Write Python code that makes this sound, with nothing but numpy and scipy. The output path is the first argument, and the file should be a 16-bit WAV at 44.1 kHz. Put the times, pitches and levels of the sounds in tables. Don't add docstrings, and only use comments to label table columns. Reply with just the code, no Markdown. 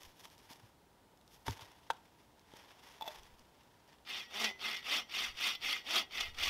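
import sys
import numpy as np
from scipy import signal
from scipy.fft import rfft, irfft
from scipy.io import wavfile
from scipy.ndimage import map_coordinates

SR = 44100
rng = np.random.default_rng(int(sys.argv[2]) if len(sys.argv) > 2 else 0)


def log_audio(samples):
    frames = np.atleast_2d(samples).T
    limited = np.clip(frames, -1, 1)
    pcm = np.round(limited * 32767).astype(np.int16)
    wavfile.write(sys.argv[1], SR, pcm)


N = 286209

# (start [s], hardest at [s], rasp effort at the turn [dB],
# rasp effort at its hardest [dB], log effort at its hardest [dB], top tooth rate [1/s], tooth growl [dB])
STROKES = [(4.05, 4.128, -61, -43, -54.5, 263, -21), (4.279, 4.43, -66, -34.5, -48.5, 222, 5.5),
           (4.57, 4.681, -69.5, -38.5, -52, 228, -6.5), (4.823, 4.953, -56.5, -33.5, -46, 305, -2.5),
           (5.070, 5.195, -69, -37, -52.5, 257, -8), (5.339, 5.467, -59.5, -32.5, -48.5, 312, -10),
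           (5.593, 5.683, -64, -35.5, -54.5, 280, 0), (5.83, 5.961, -63, -32, -45.5, 345, 1),
           (6.085, 6.179, -76, -41.5, -53.5, 248, -10), (6.333, 6.455, -68, -33, -47.5, 333, -5)]
# (time [s], change of grip [dB], half length [s])
SNAGS = [(4.103, 4.5, 0.012), (4.2, 3, .015), (4.409, 1.5, 0.0026), (4.445, 4.5, 0.0053),
         (4.762, -5, 0.0017), (4.923, 3.5, 0.0026), (5.097, 9.5, .002), (5.554, 17.5, 0.0056),
         (5.728, 5.5, 0.0041), (5.87, 4, .0043), (5.964, 6, .005), (6.111, 8.5, .0037), (6.153, 8, 0.0058),
         (6.179, 5.5, 0.0061), (6.209, 9, 0.0046), (6.347, 9.5, 0.0043), (6.388, 7, 0.0041)]
# (frequency [Hz], density [dB])
RASP_SPECTRUM = [(500, -31.5), (1000, -14.5), (1260, -6), (1520, -13), (1800, -8.5), (2200, -6.5),
                 (3050, -3.5), (3620, -3.5), (3820, -11), (5700, -10.5), (6300, -18.5), (7200, -24),
                 (14500, -27.5), (15700, -35)]
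# (frequency [Hz], density [dB])
LOG_SPECTRUM = [(100, -31), (170, -25.5), (215, 1.5), (260, -3.5), (340, -6.5), (450, -3), (600, -4),
                (740, 3), (1000, -4), (1500, -7), (3000, -34)]
# (frequency [Hz], width [Hz], level [dB])
LOG_MODES = [(220.4, 17, -6.5), (392.5, 7.8, 0.5)]
# (frequency [Hz], width [Hz], level [dB])
BLADE_MODES = [(1925, 8, 7.3), (2024, 9, 7), (2089, 16, 8.5), (2442, 22, 4.5), (2888, 24, 3.5),
               (3112, 22, 4), (3336, 25, 6), (5680, 14, -6), (11950, 7, -13), (13760, 7, -15),
               (2220, 50, -1), (2605, 45, 3), (2770, 40, -2), (3270, 40, 2), (3470, 60, 0), (3633, 40, 3),
               (3993, 25, -7), (4400, 55, -3), (4690, 50, -2), (5350, 50, -6), (5435, 25, -6),
               (5900, 9, -3), (6300, 40, -13), (6690, 45, -16), (11300, 70, -22), (13620, 90, -18),
               (14300, 90, -22)]
# (time [s], level [dB], crack over blow [dB])
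KNOCKS = [(.2535, -50.5, 14.5), (.519, -56, -1), (1.4812, -32.5, 6), (1.4865, -47, -14), (1.569, -55, -12),
          (1.5935, -47, 3), (1.9007, -41, -14), (1.903, -23, -14), (1.9069, -31, 2), (2.537, -59.5, 15)]
# (frequency [Hz], level [dB], t60 [s])
WOOD_MODES = [(520, -38, 0.059), (686, -20, 0.042), (918, -1, 0.063), (1084, -3, 0.015),
              (1390, -5.5, 0.018), (1545, -12, 0.024), (2020, -35, 0.016), (2600, -18.5, 0.02),
              (3290, -12.5, 0.019), (3930, -19, 0.033), (4860, -27, 0.029)]
# (frequency [Hz], density [dB])
CRACK_SPECTRUM = [(300, -8), (900, 2), (1800, -5.5), (2800, -4.5), (3600, 1.5), (4200, -13), (6000, -10.5),
                  (7500, -15), (12000, -20.5), (15500, -33)]
# (time [s], level [dB], frequency [Hz], t60 [s])
THUDS = [(0.508, -46.5, 268, 0.025), (0.634, -50, 110, 0.09), (1.478, -33.5, 100, 0.088),
         (1.483, -41, 267, 0.097), (1.484, -38, 414, 0.032), (1.4938, -29, 99, 0.08),
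         (1.503, -48, 92.3, 0.21), (1.621, -49.5, 99, 0.097), (2.537, -39.5, 333, 0.0089)]
# (time [s], level [dB], scrape time constant [s], clack pitch [Hz], clack t60 [s])
TOUCHES = [(3.0105, -43.5, 0.0017, 890, 0.059), (3.022, -41, 0.0035, 885, 0.042),
           (3.042, -53, 0.003, 690, 0.05), (3.056, -52.5, 0.0081, 902, 0.22),
           (3.064, -52, .008, 680, 0.091), (3.0775, -39, 0.005, 860, 0.013),
           (3.082, -49, 0.0029, 614, 0.11), (3.112, -57, 0.0096, 890, .02),
           (3.147, -53.5, 0.0049, 940, 0.014)]
# (frequency [Hz], width [Hz], level [dB])
FRAME_MODES = [(1980, 79, -13), (2640, 40, -12.5), (3440, 110, -2), (12300, 1400, -22)]
# (time [s], level [dB], rise [s], fall [s], crispness [dB])
RUSTLES = [(0.038, -60, 0.11, 0.058, 3.5), (.24, -62, 0.061, 0.081, 6.5), (.44, -66.5, 0.12, 0.087, 4),
           (.516, -53, 0.022, 0.031, 3.5), (.638, -63, 0.053, 0.042, 0.5), (1.345, -70.5, 0.039, .06, 12.5),
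           (1.467, -45, 0.0083, 0.056, 1.5), (1.61, -55.5, .06, .1, -3), (1.86, -67.5, .2, 0.26, -3),
           (2.19, -73.5, .07, 0.12, -1), (2.6, -60.5, 0.12, 0.41, -5), (2.88, -60.5, 0.074, 0.14, -1),
           (3.13, -56.5, 0.12, 0.15, -2), (3.6, -71.5, 0.24, .15, -3), (3.94, -67.5, 0.27, 0.069, -12)]
# (frequency [Hz], density [dB])
LEAF_SPECTRUM = [(180, -46), (300, -11.5), (411, -9.5), (744, -8), (907, 0), (1280, -11.5), (1840, -7.5),
                 (2480, -10.5), (3450, -7.5), (4070, -15.5), (5390, -11), (7880, -24), (12300, -21),
                 (15500, -30)]
# (time [s], level [dB])
TWIGS = [(0.0329, -38), (0.0834, -54), (0.196, -48), (0.301, -48), (0.38, -47), (0.5325, -41),
         (1.1742, -54), (1.2126, -54), (1.278, -48), (1.509, -36), (1.609, -43), (1.719, -50.5),
         (1.9145, -46), (1.934, -47), (1.969, -51), (2.395, -53), (2.5692, -42), (3.1946, -58),
         (3.233, -47), (3.3941, -47), (3.634, -53), (3.8773, -54)]
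# (frequency [Hz], density [dB])
TWIG_SPECTRUM = [(400, -24), (1000, -12), (2200, -5), (3500, 4.5), (4200, 0.5), (5700, 4.5), (7500, -5.5),
                 (12000, -9.5), (15500, -10)]
# (time [s], level [dB], rise [s], fall [s])
PUFFS = [(.07, -58, .03, 0.03), (3.2, -61, .04, 0.057), (3.34, -64.5, .07, .07), (5.3, -56.5, 0.064, 0.059),
         (5.66, -65, .1, 0.049), (6.28, -51.5, 0.088, .06), (6.4, -47, .04, .18)]
# (frequency [Hz], density [dB])
WIND_SPECTRUM = [(15, 0), (35, -6), (70, -4), (120, -19), (300, -46)]
# (frequency [Hz], density [dB])
AIR_SPECTRUM = [(18, -49), (30, 1.5), (140, -2.5), (341, -4.5), (410, -5.5), (575, -7.5), (709, -7),
                (970, -4.5), (1050, -13), (1230, -12.5), (2300, -19.5), (3400, -19), (6210, -25),
                (15500, -29)]

LAST_TURN_S, LAST_TURN_DB = 6.58, -70
RASP_SQUARENESS = [(3.1, 3.16), (2.03, 2.53)]
LOG_SQUARENESS = [(3, 3), (1.7, 2.1)]
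LOG_SWING_DB = 25
REST_S = (0.005, 0.024)
JUDDER_LIMIT_DB = 5.26
CHATTER_START_S, CHATTER_END_S, CHATTER_PER_S, CHATTER_DB = 4.70, 4.84, 57, 3
CRISP_HZ = 6000
SWELL_DEPTH_DB, SWELL_SQUARENESS = 10, 1.04
AIR_DB = -66
CUTOFF_HZ = 15700


def saw():
    bites, passed, place = tooth_motion(jitter=.04, cycle_scatter_db=2.5)
    grip = tooth_grip()
    rasp_effort, log_effort = arm_effort()

    force = rasp_effort * grip * (tearing(passed) + from_db(-17.0) * bites)
    kerf = from_db(-4.5) * colour(splinters(force, depth=0.43, per_s=65), RASP_SPECTRUM)
    dull = low_pass(kerf, hz=4000)
    kerf = dull + (kerf - dull) * (rasp_effort / from_db(-37.5)) ** 0.2

    blade_force = rasp_effort * grip * tearing(passed)
    blade = from_db(6.5) * blade_ring(blade_force, place, node_depth=0.77, sag_s=0.000096)

    shove = log_effort * np.sqrt(grip) * (0.73 * tearing(passed) + 0.78 * bites)
    log = from_db(-1.5) * colour(shove, LOG_SPECTRUM) + from_db(12.0) * resonate(shove, LOG_MODES)
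    return kerf + blade + log


def tooth_motion(jitter, cycle_scatter_db):
    t = seconds()
    rate_per_s, place, growl_db = np.zeros((3, N))
    for k, ((start_s, *_, teeth_per_s, tooth_db), (end_s, _)) in enumerate(zip(STROKES, turns())):
        on = (t >= start_s) & (t < end_s)
        angle = np.pi * (t[on] - start_s) / (end_s - start_s)
        rate_per_s[on] = teeth_per_s * np.abs(np.sin(angle)) ** .4
        place[on] = (1 + (-1) ** k * np.cos(angle)) / 2
        growl_db[on] = tooth_db
    passed = np.cumsum(rate_per_s * (1 + jitter * drift(150))) / SR
    bite_db = growl_db + cycle_scatter_db * rng.standard_normal(N)
    bites = np.diff(np.floor(passed), prepend=0) * from_db(bite_db)
    return bites * np.sqrt(SR / np.mean(rate_per_s[rate_per_s > 0])), passed, place


def turns():
    inner = [(start_s, turn_db) for start_s, _, turn_db, *_ in STROKES[1:]]
    return inner + [(LAST_TURN_S, LAST_TURN_DB)]


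def arm_effort():
    t = seconds()
    rasp, log = np.zeros((2, N))
    for k, (stroke, (end_s, end_db)) in enumerate(zip(STROKES, turns())):
        start_s, hardest_s, turn_db, rasp_db, log_db, _, _ = stroke
        on = (t >= start_s) & (t < end_s)
        rising = t[on] < hardest_s
        slack = np.interp(t[on], [start_s, hardest_s, end_s - REST_S[k % 2]], [1, 0, 1])
        swing_db = rasp_db - np.where(rising, turn_db, end_db)
        rasp_power = np.where(rising, *RASP_SQUARENESS[k % 2])
        log_power = np.where(rising, *LOG_SQUARENESS[k % 2])
        rasp[on] = from_db(rasp_db - swing_db * slack ** rasp_power)
        log[on] = from_db(log_db - LOG_SWING_DB * slack ** log_power)
    return rasp, log


def tooth_grip():
    t = seconds()
    snag_db = sum(db * np.exp(-np.minimum(((t - s) / half_s) ** 2, 20)) for s, db, half_s in SNAGS)
    judder_db = JUDDER_LIMIT_DB * np.tanh((0.48 * drift(190) + 0.39 * drift(55)) / 2)
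    return from_db(judder_db + snag_db + chatter_db())


def chatter_db():
    t = seconds()
    jerks = np.cumsum(CHATTER_PER_S * (1 + 0.122 * drift(40))) / SR
    on = (t >= CHATTER_START_S) * (t < CHATTER_END_S)
    return CHATTER_DB * on * np.cos(2 * np.pi * jerks)


def tearing(passed):
    return grains(per_s=13000, spread_db=2.4) * (.55 + 1.2 * np.exp(-(passed % 1) / .38))


def splinters(x, depth, per_s):
    bands_hz = np.geomspace(1100, 7000, num=16)
    return x + depth * sum(resonate(x, [(hz, hz / 10, 0)]) * drift(per_s) for hz in bands_hz)


def blade_ring(force, place, node_depth, sag_s):
    out = np.zeros(N)
    for hz, width_hz, db in BLADE_MODES:
        nodes = np.sqrt(hz / 450)
        drive = 1 + node_depth * np.cos(2 * np.pi * (nodes * place + rng.random()))
        out += resonate(force * drive, [(hz, width_hz, db)]) * rng.choice([-1, 1])
    return map_coordinates(out, [np.arange(N) + sag_s * SR * drift(9)], order=3)


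def knocks():
    blows = low_cut(clicks([(s, db) for s, db, _ in KNOCKS]), hz=334)
    wood = low_cut(sum(from_db(db) * ring(blows, hz, t60_s) for hz, db, t60_s in WOOD_MODES), hz=496)
    crush = bursts([(s, db + crack_db, .003) for s, db, crack_db in KNOCKS])
    crack = from_db(-7.5) * colour(crush, CRACK_SPECTRUM)
    ground = low_cut(sum(ring(clicks([(s, db)]), hz, t60_s) for s, db, hz, t60_s in THUDS), hz=55)
    return wood + crack + ground


def blade_set_down():
    scrape = bursts([(s, db, tau_s) for s, db, tau_s, _, _ in TOUCHES])
    clack = sum(ring(clicks([(s, db)]), hz, t60_s) for s, db, _, hz, t60_s in TOUCHES)
    clack = from_db(7.0) * low_cut(clack, hz=396)
    frame = from_db(20.0) * resonate(scrape, FRAME_MODES)
    return clack + frame + from_db(-5.0) * colour(scrape, CRACK_SPECTRUM)


def leaf_litter():
    crackle = 0.74 * grains(per_s=1300, spread_db=3.5) + 0.78 * rng.standard_normal(N)
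    crackle = crackle * from_db(2.8 * drift(70))
    body = low_pass(crackle, CRISP_HZ)
    body_gain = swells([(s, db, rise_s, fall_s) for s, db, rise_s, fall_s, _ in RUSTLES])
    crisp_gain = swells([(s, db + crisp_db, rise_s, fall_s) for s, db, rise_s, fall_s, crisp_db in RUSTLES])
    leaves = body_gain * body + crisp_gain * (crackle - body)
    twigs = from_db(-5.5) * bursts([(s, db, .0012) for s, db in TWIGS])
    return colour(leaves, LEAF_SPECTRUM) + colour(twigs, TWIG_SPECTRUM)


def woodland(x, t60_s, echo_db):
    t = np.arange(SR // 2) / SR
    tail = rng.standard_normal(len(t)) * np.exp(-np.log(1000) * t / t60_s) * (t > .006)
    tail = low_pass(tail, hz=5000)
    return x + from_db(echo_db) * signal.fftconvolve(x, tail / np.linalg.norm(tail))[:N]


def wind():
    return swells(PUFFS) * colour(rng.standard_normal(N), WIND_SPECTRUM)


def far_air():
    return from_db(AIR_DB) * low_cut(colour(rng.standard_normal(N), AIR_SPECTRUM), hz=44.6)


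def from_db(db):
    return 10 ** (np.asarray(db) / 20)


def rms_one(x):
    return x / np.sqrt(np.mean(x ** 2) + 1e-20)


def seconds():
    return np.arange(N) / SR


def drift(per_s):
    knots = rng.standard_normal(N)
    return rms_one(map_coordinates(knots[:int(N / SR * per_s) + 4], [seconds() * per_s], order=2))


def clicks(rows):
    out = np.zeros(N)
    for s, db in rows:
        out[round(s * SR)] += from_db(db)
    return out


def bursts(rows):
    t = seconds()
    gain = sum(from_db(db) * (t >= s) * np.exp(-np.clip((t - s) / tau_s, 0, 20)) for s, db, tau_s in rows)
    return rng.standard_normal(N) * gain


def grains(per_s, spread_db):
    sizes = from_db(spread_db * np.minimum(rng.exponential(1, N), 4)) * rng.choice([-1, 1], N)
    return rms_one(sizes * (rng.random(N) < per_s / SR))


def swells(rows):
    t, power = seconds(), np.zeros(N)
    for s, db, rise_s, fall_s in rows:
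        away = np.maximum((s - t) / rise_s, (t - s) / fall_s)
        near = away < 5
        power[near] += from_db(db - SWELL_DEPTH_DB * away[near] ** SWELL_SQUARENESS) ** 2
    return np.sqrt(power)


def colour(x, spectrum):
    size = 2 ** 13
    hz, db = np.transpose(spectrum)
    grid_hz = np.maximum(np.fft.rfftfreq(size, 1 / SR), 1)
    gain = rms_one(from_db(np.interp(np.log(grid_hz), np.log(hz), db)))
    cepstrum = irfft(np.log(gain))
    cepstrum[1:size // 2] *= 2
    cepstrum[size // 2 + 1:] = 0
    return signal.fftconvolve(x, irfft(np.exp(rfft(cepstrum))))[:N]


def resonate(x, modes):
    out = np.zeros(N)
    for hz, width_hz, db in modes:
        r = np.exp(-np.pi * width_hz / SR)
        poles = [1, -2 * r * np.cos(2 * np.pi * hz / SR), r * r]
        out += from_db(db) * (1 - r * r) / 2 * signal.lfilter([1, 0, -1], poles, x + 1e-18)
    return out


def ring(x, hz, t60_s):
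    r, w = np.exp(-np.log(1000) / (t60_s * SR)), 2 * np.pi * hz / SR
    return signal.lfilter([0, r * np.sin(w)], [1, -2 * r * np.cos(w), r * r], x + 1e-18)


def low_cut(x, hz):
    return signal.sosfilt(signal.butter(2, hz, "high", fs=SR, output="sos"), x)


def low_pass(x, hz):
    return signal.lfilter(*signal.butter(1, hz, fs=SR), x)


def scene():
    work = woodland(saw() + knocks() + blade_set_down() + leaf_litter(), t60_s=0.31, echo_db=-24)
    return (work + wind() + far_air())[None]


def record(dry):
    return signal.sosfilt(signal.ellip(12, .2, 80, CUTOFF_HZ, fs=SR, output="sos"), dry)


dry = scene()
out = record(dry)
log_audio(out)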